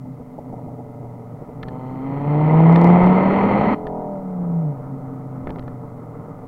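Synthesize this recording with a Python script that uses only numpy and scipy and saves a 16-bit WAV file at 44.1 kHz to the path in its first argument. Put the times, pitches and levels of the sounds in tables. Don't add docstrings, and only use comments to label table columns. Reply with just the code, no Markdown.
import sys
import numpy as np
from scipy import signal
from scipy.fft import rfft, irfft
from scipy.io import wavfile
from scipy.ndimage import uniform_filter1d

SR = 44100
rng = np.random.default_rng(int(sys.argv[2]) if len(sys.argv) > 2 else 0)


def generate_wav(sig):
    pcm = np.round(np.clip(np.atleast_2d(sig).T, -1, 1) * 32767).astype(np.int16)
    wavfile.write(sys.argv[1], SR, pcm)


N = 285327
TIME = np.arange(N) / SR

# start_s, firing_rate_hz
REVS = [(0.0, 130), (0.2, 126.6), (0.8, 122.9), (1.45, 117.4), (1.6, 125.2), (1.95, 129.5), (2.6, 161),
        (3.4, 197.1), (3.6, 204.9), (3.83, 216.5), (4.2, 192.2), (4.4, 177.3), (4.6, 164.9), (4.79, 127.5),
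        (4.9, 136.5), (5.05, 131.8), (5.2, 131.9), (5.7, 126.9), (6.47, 108.8)]
# strength_db, full_load_extra_db, low_revs_off_throttle_extra_db,
# lateness_in_firing_intervals (before the load scales it)
CYLINDERS = [(-0.5, 7, 4.5, 0), (5.5, -4.5, -5, .032), (4, -5.5, 1.5, -.069), (1.9, -1, -5.5, .009),
             (.2, 0.5, -2.5, 0.02)]
# pitch_hz, width_hz, lift_db
PIPE_RESONANCES = [(287, 120, 10), (446.6, 60, 21.5), (588.7, 35, 14), (730, 81, 11), (805, 63, 5),
                   (954, 160, 15.5)]
# pitch_hz, width_hz, lift_db
CASE_RESONANCES = [(1269, 115, 7.5), (1605, 380, -7), (2048, 123, 6.5), (3100, 98, 5), (4360, 160, 5.5),
                   (5790, 170, 2.5), (7000, 140, 5)]

# pitch_hz, level_db
SILENCER_BOOM = [(108, -42), (120, -38), (137, -32.5), (143, -24), (152, -17), (166, -17), (178, -26.5),
                 (190, -30), (220, -43)]
# pitch_hz, level_db
SILENCER_OCTAVE = [(220, -59), (250, -45), (270, -40.5), (290, -43), (330, -45.5), (370, -62.5),
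                   (430, -63.5)]
# middle_s, depth_db, half_length_s
FALTERS = [(0.056, 4, 0.16), (0.354, 20, 0.1), (1.466, 25, 0.057), (3.78, 10, 0.037), (6.35, 7, 0.14)]
# start_s, level_db
COASTING_BARK = [(0, -52), (.55, -41), (1.5, -42.5), (3.79, -31), (3.95, -27.5), (4.15, -30), (4.27, -37.5),
                 (4.7, -35.5), (4.85, -41), (6.47, -42.5)]
THROB_ORDERS = [4, 6, 7, 8, 9, 12]
THROB_LEVELS = [-11, -15.5, -12.5, -16.5, -18.5, -13.5]

# pitch_hz, level_db
SOFT_FIRING_TONE = [(100, -48), (230, 14.5), (340, -5.5), (600, 9.5), (850, 2), (1100, -11.5),
                    (1500, -27.5), (2100, -27.5), (3500, -63), (8000, -62.5)]
# pitch_hz, level_db
HARD_FIRING_TONE = [(100, -41), (260, 1.5), (400, 5), (950, 8), (1350, -18), (2100, -24), (3500, -34),
                    (8000, -73)]
# pitch_hz, level_db
GAS_TONE = [(25, -30), (70, -12), (130, 2), (250, 3.5), (400, -3.5), (500, -1.5), (900, -2.5),
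            (1300, -11.5), (1650, -14.5), (2100, -13.5), (2600, -26), (3600, -40), (4500, -52.5),
            (5200, -57), (15000, -84)]
# pitch_hz, level_db
HISS_TONE = [(1000, -29.5), (2000, 1.5), (2600, -15), (3100, -7.5), (3600, -25.5), (4200, -9.5),
             (5000, -42), (5800, -30.5), (6400, -41), (7000, -31.5), (8000, -50.5)]

# pitch_hz, level_db
ROAD_TONE = [(20, 6), (50, -8.5), (90, 0), (160, 6.5), (280, 0.5), (380, -4.5), (470, 3.5), (600, -15),
             (780, -7.5), (1050, -8), (1450, -13), (2100, -30.5), (2700, -47), (5000, -68)]
# start_s, level_db
ROAD_LEVEL = [(0, -48), (1.3, -47), (1.9, -39.5), (6.47, -40.5)]
# pitch_hz, level_db
BURBLE_TONE = [(60, -23.5), (110, -8.5), (160, 3), (205, -12.5), (270, -0.5), (340, -20), (450, -14),
               (600, -22.5), (1500, -78.5)]
# pitch_hz, level_db
SURGE_TONE = [(30, 2), (90, 7), (160, 4), (280, 2.5), (400, -1), (900, -3.5), (1150, -44), (2000, -70),
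              (4000, -52)]
# middle_s, level_db, half_length_s
SURGES = [(.055, -38.5, .015), (.208, -35.5, 0.011), (.388, -27, 0.0093), (.535, -30, 0.013),
          (.59, -33, 0.015), (.681, -34.5, 0.019), (.721, -40, .012), (.798, -33.5, 0.015),
          (1.045, -33.5, 0.014), (1.422, -33.5, 0.0084), (1.495, -31, 0.0084), (1.725, -31.5, 0.0082),
          (5.505, -30, 0.016), (5.573, -31, 0.01)]

# start_s, thump_db, clack_db, crack_db, ring_s (time to fade by 60 dB)
POPS = [(1.6297, -31, -24, -20, 0.012), (1.632, -32, -14.5, -16.5, 0.012), (1.6833, -24, -30, -21, .01),
        (1.6861, -33, -22.5, -24, 0.015), (2.760, -25, -10, -5.5, 0.0095), (3.869, -16, -20, -25, 0.022),
        (5.4714, -13.5, -17, -43, .026), (5.493, -33, -22, -28, 0.013), (5.505, -23, -23, -13.5, 0.0073),
        (5.559, -31, -29, -33, .012), (5.586, -43, -29, -31, 0.0089), (5.5941, -23, -24, -19.5, 0.008),
        (5.625, -40, -34, -37, 0.013), (5.679, -21, -26, -33, 0.021)]
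# pitch_hz, level_db
CLACK_TONE = [(300, -14.5), (900, -11), (1400, 8.5), (1800, -2), (2200, -4.5), (2700, -14.5), (3400, -22),
              (4300, -41.5), (7500, -44)]
# pitch_hz, width_hz, lift_db
WALL_RESONANCES = [(1760, 230, 14.2), (3400, 270, 5.1)]
# pitch_hz, level_db
CRACK_TONE = [(1000, -10), (2800, -10.5), (4200, -15), (5200, -27), (7000, -41.5), (9000, -36),
              (15000, -48)]
# pitch_hz, level_db
BUFFET_TONE = [(20, 1), (70, 3), (120, -4.5), (350, -6), (700, -40.5), (3000, -75)]
# middle_s, level_db, half_length_s
THUD = [(3.04, -29, 0.015)]
# start_s, click_db (before the tone filter)
OVERLOADS = [(2.726, -23.5), (2.757, -29), (2.815, -17.5), (2.844, -15.5), (2.873, -21), (2.891, -26),
             (3.037, -28), (3.065, -26)]
# pitch_hz, level_db
OVERLOAD_TONE = [(500, -13), (4000, 5.5), (7000, -6.5), (15000, -10)]

OPEN_S, OPENING_S, SHUT_S, SHUTTING_S = 1.59, 0.1, 3.745, 0.0043
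SPOOLED_S, SPOOL_TIME_S, BLEED_S, TRAPPED_SHARE = 2.147, 0.22, 0.05, 0.42
THROTTLE_LOAD, BOOST_LOAD = 0.5, 0.57
LEAD_S = 2.756
SMOOTH_HZ, LUMPY_HZ = 155, 125
HEATED_S, HEAT_TIME_S, BOOM_HEAT_DB, HEAT_SHIFT = 2.647, 0.15, 10, 0.061
OCTAVE_BOOST_DB = 19.5
HARD_BARK_DB, BARK_PER_BOOM = -13.5, 0.7
GAS_DB, GAS_BOOST_DB = -52, 34.5
HISS_DB, HISS_BOOST_DB = -66, 7.5
HISS_DB_PER_OCTAVE, HISS_FROM_HZ = 17, 137.5
BURBLE_DB, BURBLE_LOAD_DB = -39.5, 4
BUFFET_DB, POP_BUFFET_DB, POP_BUFFET_S = -39, -22.5, 0.063
TOP_HZ = 16000


def undb(db):
    return 10 ** (np.asarray(db) / 20)


def unit(x):
    return x / np.sqrt(np.mean(x ** 2))


def even(x):
    return x / np.sqrt(uniform_filter1d(x ** 2, size=4000) + 1e-9)


def curve(rows):
    times, values = np.transpose(rows)
    return np.interp(TIME, times, values)


def response(points, hz):
    table_hz, level_db = np.transpose(points)
    return np.interp(np.log(hz), np.log(table_hz), level_db)


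def noise():
    return rng.standard_normal(N)


def walk(rate_hz):
    knots = rng.standard_normal(1024)
    return 1.2 * np.interp(TIME * rate_hz, np.arange(len(knots)), knots)


def swells(rows):
    return sum(undb(db) * np.exp(-((TIME - middle) / length) ** 2) for middle, db, length in rows)


def colour(x, points=((100, 0), (1000, 0)), peaks=(), size=8192):
    hz = np.maximum(np.fft.rfftfreq(size, 1 / SR), 1)
    gain_db = response(points, hz)
    for centre, width, lift in peaks:
        gain_db = gain_db + lift / (1 + (2 * (hz - centre) / width) ** 2)
    cepstrum = irfft(np.log(undb(gain_db)))
    cepstrum[1:size // 2] *= 2
    cepstrum[size // 2 + 1:] = 0
    impulse = irfft(np.exp(rfft(cepstrum)))
    return signal.fftconvolve(x, impulse)[:N]


def clicks(times, sizes):
    position = np.clip(np.asarray(times) * SR, 0, N - 2)
    whole = position.astype(int)
    part = position - whole
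    return np.bincount(whole, sizes * (1 - part), N) + np.bincount(whole + 1, sizes * part, N)


def damped(share):
    return [(hz, width, share * lift) for hz, width, lift in PIPE_RESONANCES]


def drive():
    held = np.clip((SHUT_S - TIME) / SHUTTING_S + 1, 0, 1)
    throttle = np.clip((TIME - OPEN_S) / OPENING_S, 0, 1) * held
    since_shut = np.maximum(TIME - SHUT_S - SHUTTING_S, 0)
    trapped = TRAPPED_SHARE * np.exp(-since_shut / BLEED_S)
    spool = 1 / (1 + np.exp((SPOOLED_S - TIME) / SPOOL_TIME_S))
    boost = (held + (1 - held) * trapped) * spool
    load = np.clip(throttle * (THROTTLE_LOAD + BOOST_LOAD * boost), 0, 1)
    return throttle, boost, load


def firings(turns, rate, load):
    count = np.arange(int(turns[0]), int(turns[-1]))
    chance = rng.standard_normal((len(count), 2))
    strength_db, extra_db, lumpy_db, late = np.array(CYLINDERS)[count % len(CYLINDERS)].T
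    load_now = np.interp(count, turns, load)
    effort = load_now ** 2
    rate_now = np.interp(count, turns, rate)
    lumpy = np.interp(rate_now, [LUMPY_HZ, SMOOTH_HZ], [1, 0]) * (1 - load_now)
    uneven = 1 - 3.34 * load_now + 2.95 * effort
    jitter = (0.002 + 0.007 * load_now) * chance[:, 0]
    times = np.interp(count + late * uneven + jitter, turns, TIME)
    scatter_db = (0.5 + 1.3 * effort) * chance[:, 1]
    return clicks(times, undb(strength_db + extra_db * effort + lumpy_db * lumpy + scatter_db))


def silencer_boom(rate, angle, boost):
    heat = boost / (1 + np.exp((HEATED_S - TIME) / HEAT_TIME_S))
    cold_rate = rate / (1 + HEAT_SHIFT * heat)
    falter_db = sum(depth * np.exp(-((TIME - s) / length) ** 2) for s, depth, length in FALTERS)
    boom_db = response(SILENCER_BOOM, cold_rate) + BOOM_HEAT_DB * heat - falter_db
    octave_db = response(SILENCER_OCTAVE, 2 * cold_rate) + OCTAVE_BOOST_DB * boost
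    main = undb(boom_db + 1.7 * walk(18)) * np.cos(angle + 0.17)
    octave = undb(octave_db + 2.0 * walk(13)) * np.sin(2 * angle - 0.6)
    return np.sqrt(2) * (main - octave), boom_db


def pipe_bark(pulses, angle, throttle, load, boom_db):
    soft = unit(colour(pulses, SOFT_FIRING_TONE, PIPE_RESONANCES))
    hard = unit(colour(pulses, HARD_FIRING_TONE, damped(0.33)))
    bark = even((1 - load) * soft + load * hard)
    pulling_db = HARD_BARK_DB + BARK_PER_BOOM * boom_db
    bark_db = (1 - throttle) * curve(COASTING_BARK) + throttle * pulling_db
    cycle_angle = angle / len(CYLINDERS)
    throb = sum(undb(db) * np.sin(order * cycle_angle)
                for order, db in zip(THROB_ORDERS, THROB_LEVELS))
    return (bark + np.sqrt(2) * throb) * undb(bark_db)


def gas_and_hiss(pulses, rate, throttle, boost):
    spurt_fade = np.exp(-1 / (0.0027 * SR))
    spurts = 2.4 + unit(signal.lfilter([1], [1, -spurt_fade], pulses))
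    gas = even(unit(colour(noise() * spurts, GAS_TONE, damped(0.22))))
    hiss = unit(colour(noise() * spurts, HISS_TONE))
    gas_gain = undb(GAS_DB + GAS_BOOST_DB * boost)
    revs_db = HISS_DB_PER_OCTAVE * np.log2(rate / HISS_FROM_HZ)
    hiss_gain = np.maximum(throttle, boost) * undb(HISS_DB + HISS_BOOST_DB * boost + revs_db)
    return gas * gas_gain + hiss * hiss_gain


def engine(throttle, boost, load):
    rate = curve(REVS)
    turns = np.cumsum(rate) / SR
    turns = turns - np.interp(LEAD_S, TIME, turns)
    angle = 2 * np.pi * turns
    boom, boom_db = silencer_boom(rate, angle, boost)
    pulses = firings(turns, rate, load)
    bark = pipe_bark(pulses, angle, throttle, load, boom_db)
    return boom + bark + gas_and_hiss(pulses, rate, throttle, boost)


def road():
    return unit(colour(noise(), ROAD_TONE)) * undb(curve(ROAD_LEVEL) + 1.3 * walk(25))


def surges(load):
    burble_db = BURBLE_DB + BURBLE_LOAD_DB * load + 2 * walk(20)
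    burble = unit(colour(noise(), BURBLE_TONE)) * undb(burble_db)
    gruff = unit(colour(noise(), SURGE_TONE, damped(0.37))) * swells(SURGES)
    return burble + gruff


def pops(thump_s=0.00124, ping_db=9, fizz=0.66):
    thump, clack, crack = np.zeros((3, N))
    for start, thump_db, clack_db, crack_db, ring in POPS:
        age = np.maximum(TIME - start, 0)
        fade = (TIME >= start) * undb(-60 * age / ring)
        thump += undb(thump_db) * np.sin(np.pi * np.minimum(age / thump_s, 1)) ** 2
        ping = clicks([start + thump_s], undb([ping_db]))
        clack += undb(clack_db) * (fizz * fade * noise() - ping)
        crack += undb(crack_db) * fade * noise()
    return thump + colour(clack, CLACK_TONE, WALL_RESONANCES) + colour(crack, CRACK_TONE)


def buffets(boost):
    rumble = unit(colour(noise(), BUFFET_TONE))
    puffs = [(start, thump_db + POP_BUFFET_DB, POP_BUFFET_S) for start, thump_db, *_ in POPS]
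    return rumble * (undb(BUFFET_DB) * boost + swells(puffs) + swells(THUD))


def overload_clicks():
    times, level_db = np.transpose(OVERLOADS)
    return colour(clicks(times, undb(level_db)), OVERLOAD_TONE)


def scene():
    throttle, boost, load = drive()
    exhaust = engine(throttle, boost, load)
    mix = exhaust + road() + surges(load) + pops() + buffets(boost) + overload_clicks()
    return mix[None]


def record(dry, hiss_db=-68.5, ceiling=0.92):
    wet = colour(dry[0], peaks=CASE_RESONANCES) + undb(hiss_db) * noise()
    wet = wet / (1 + (wet / ceiling) ** 8) ** (1 / 8)
    treble_cut = signal.ellip(8, 0.2, 70, TOP_HZ, fs=SR, output="sos")
    return signal.sosfilt(treble_cut, wet)[None]


dry = scene()
out = record(dry)
generate_wav(out)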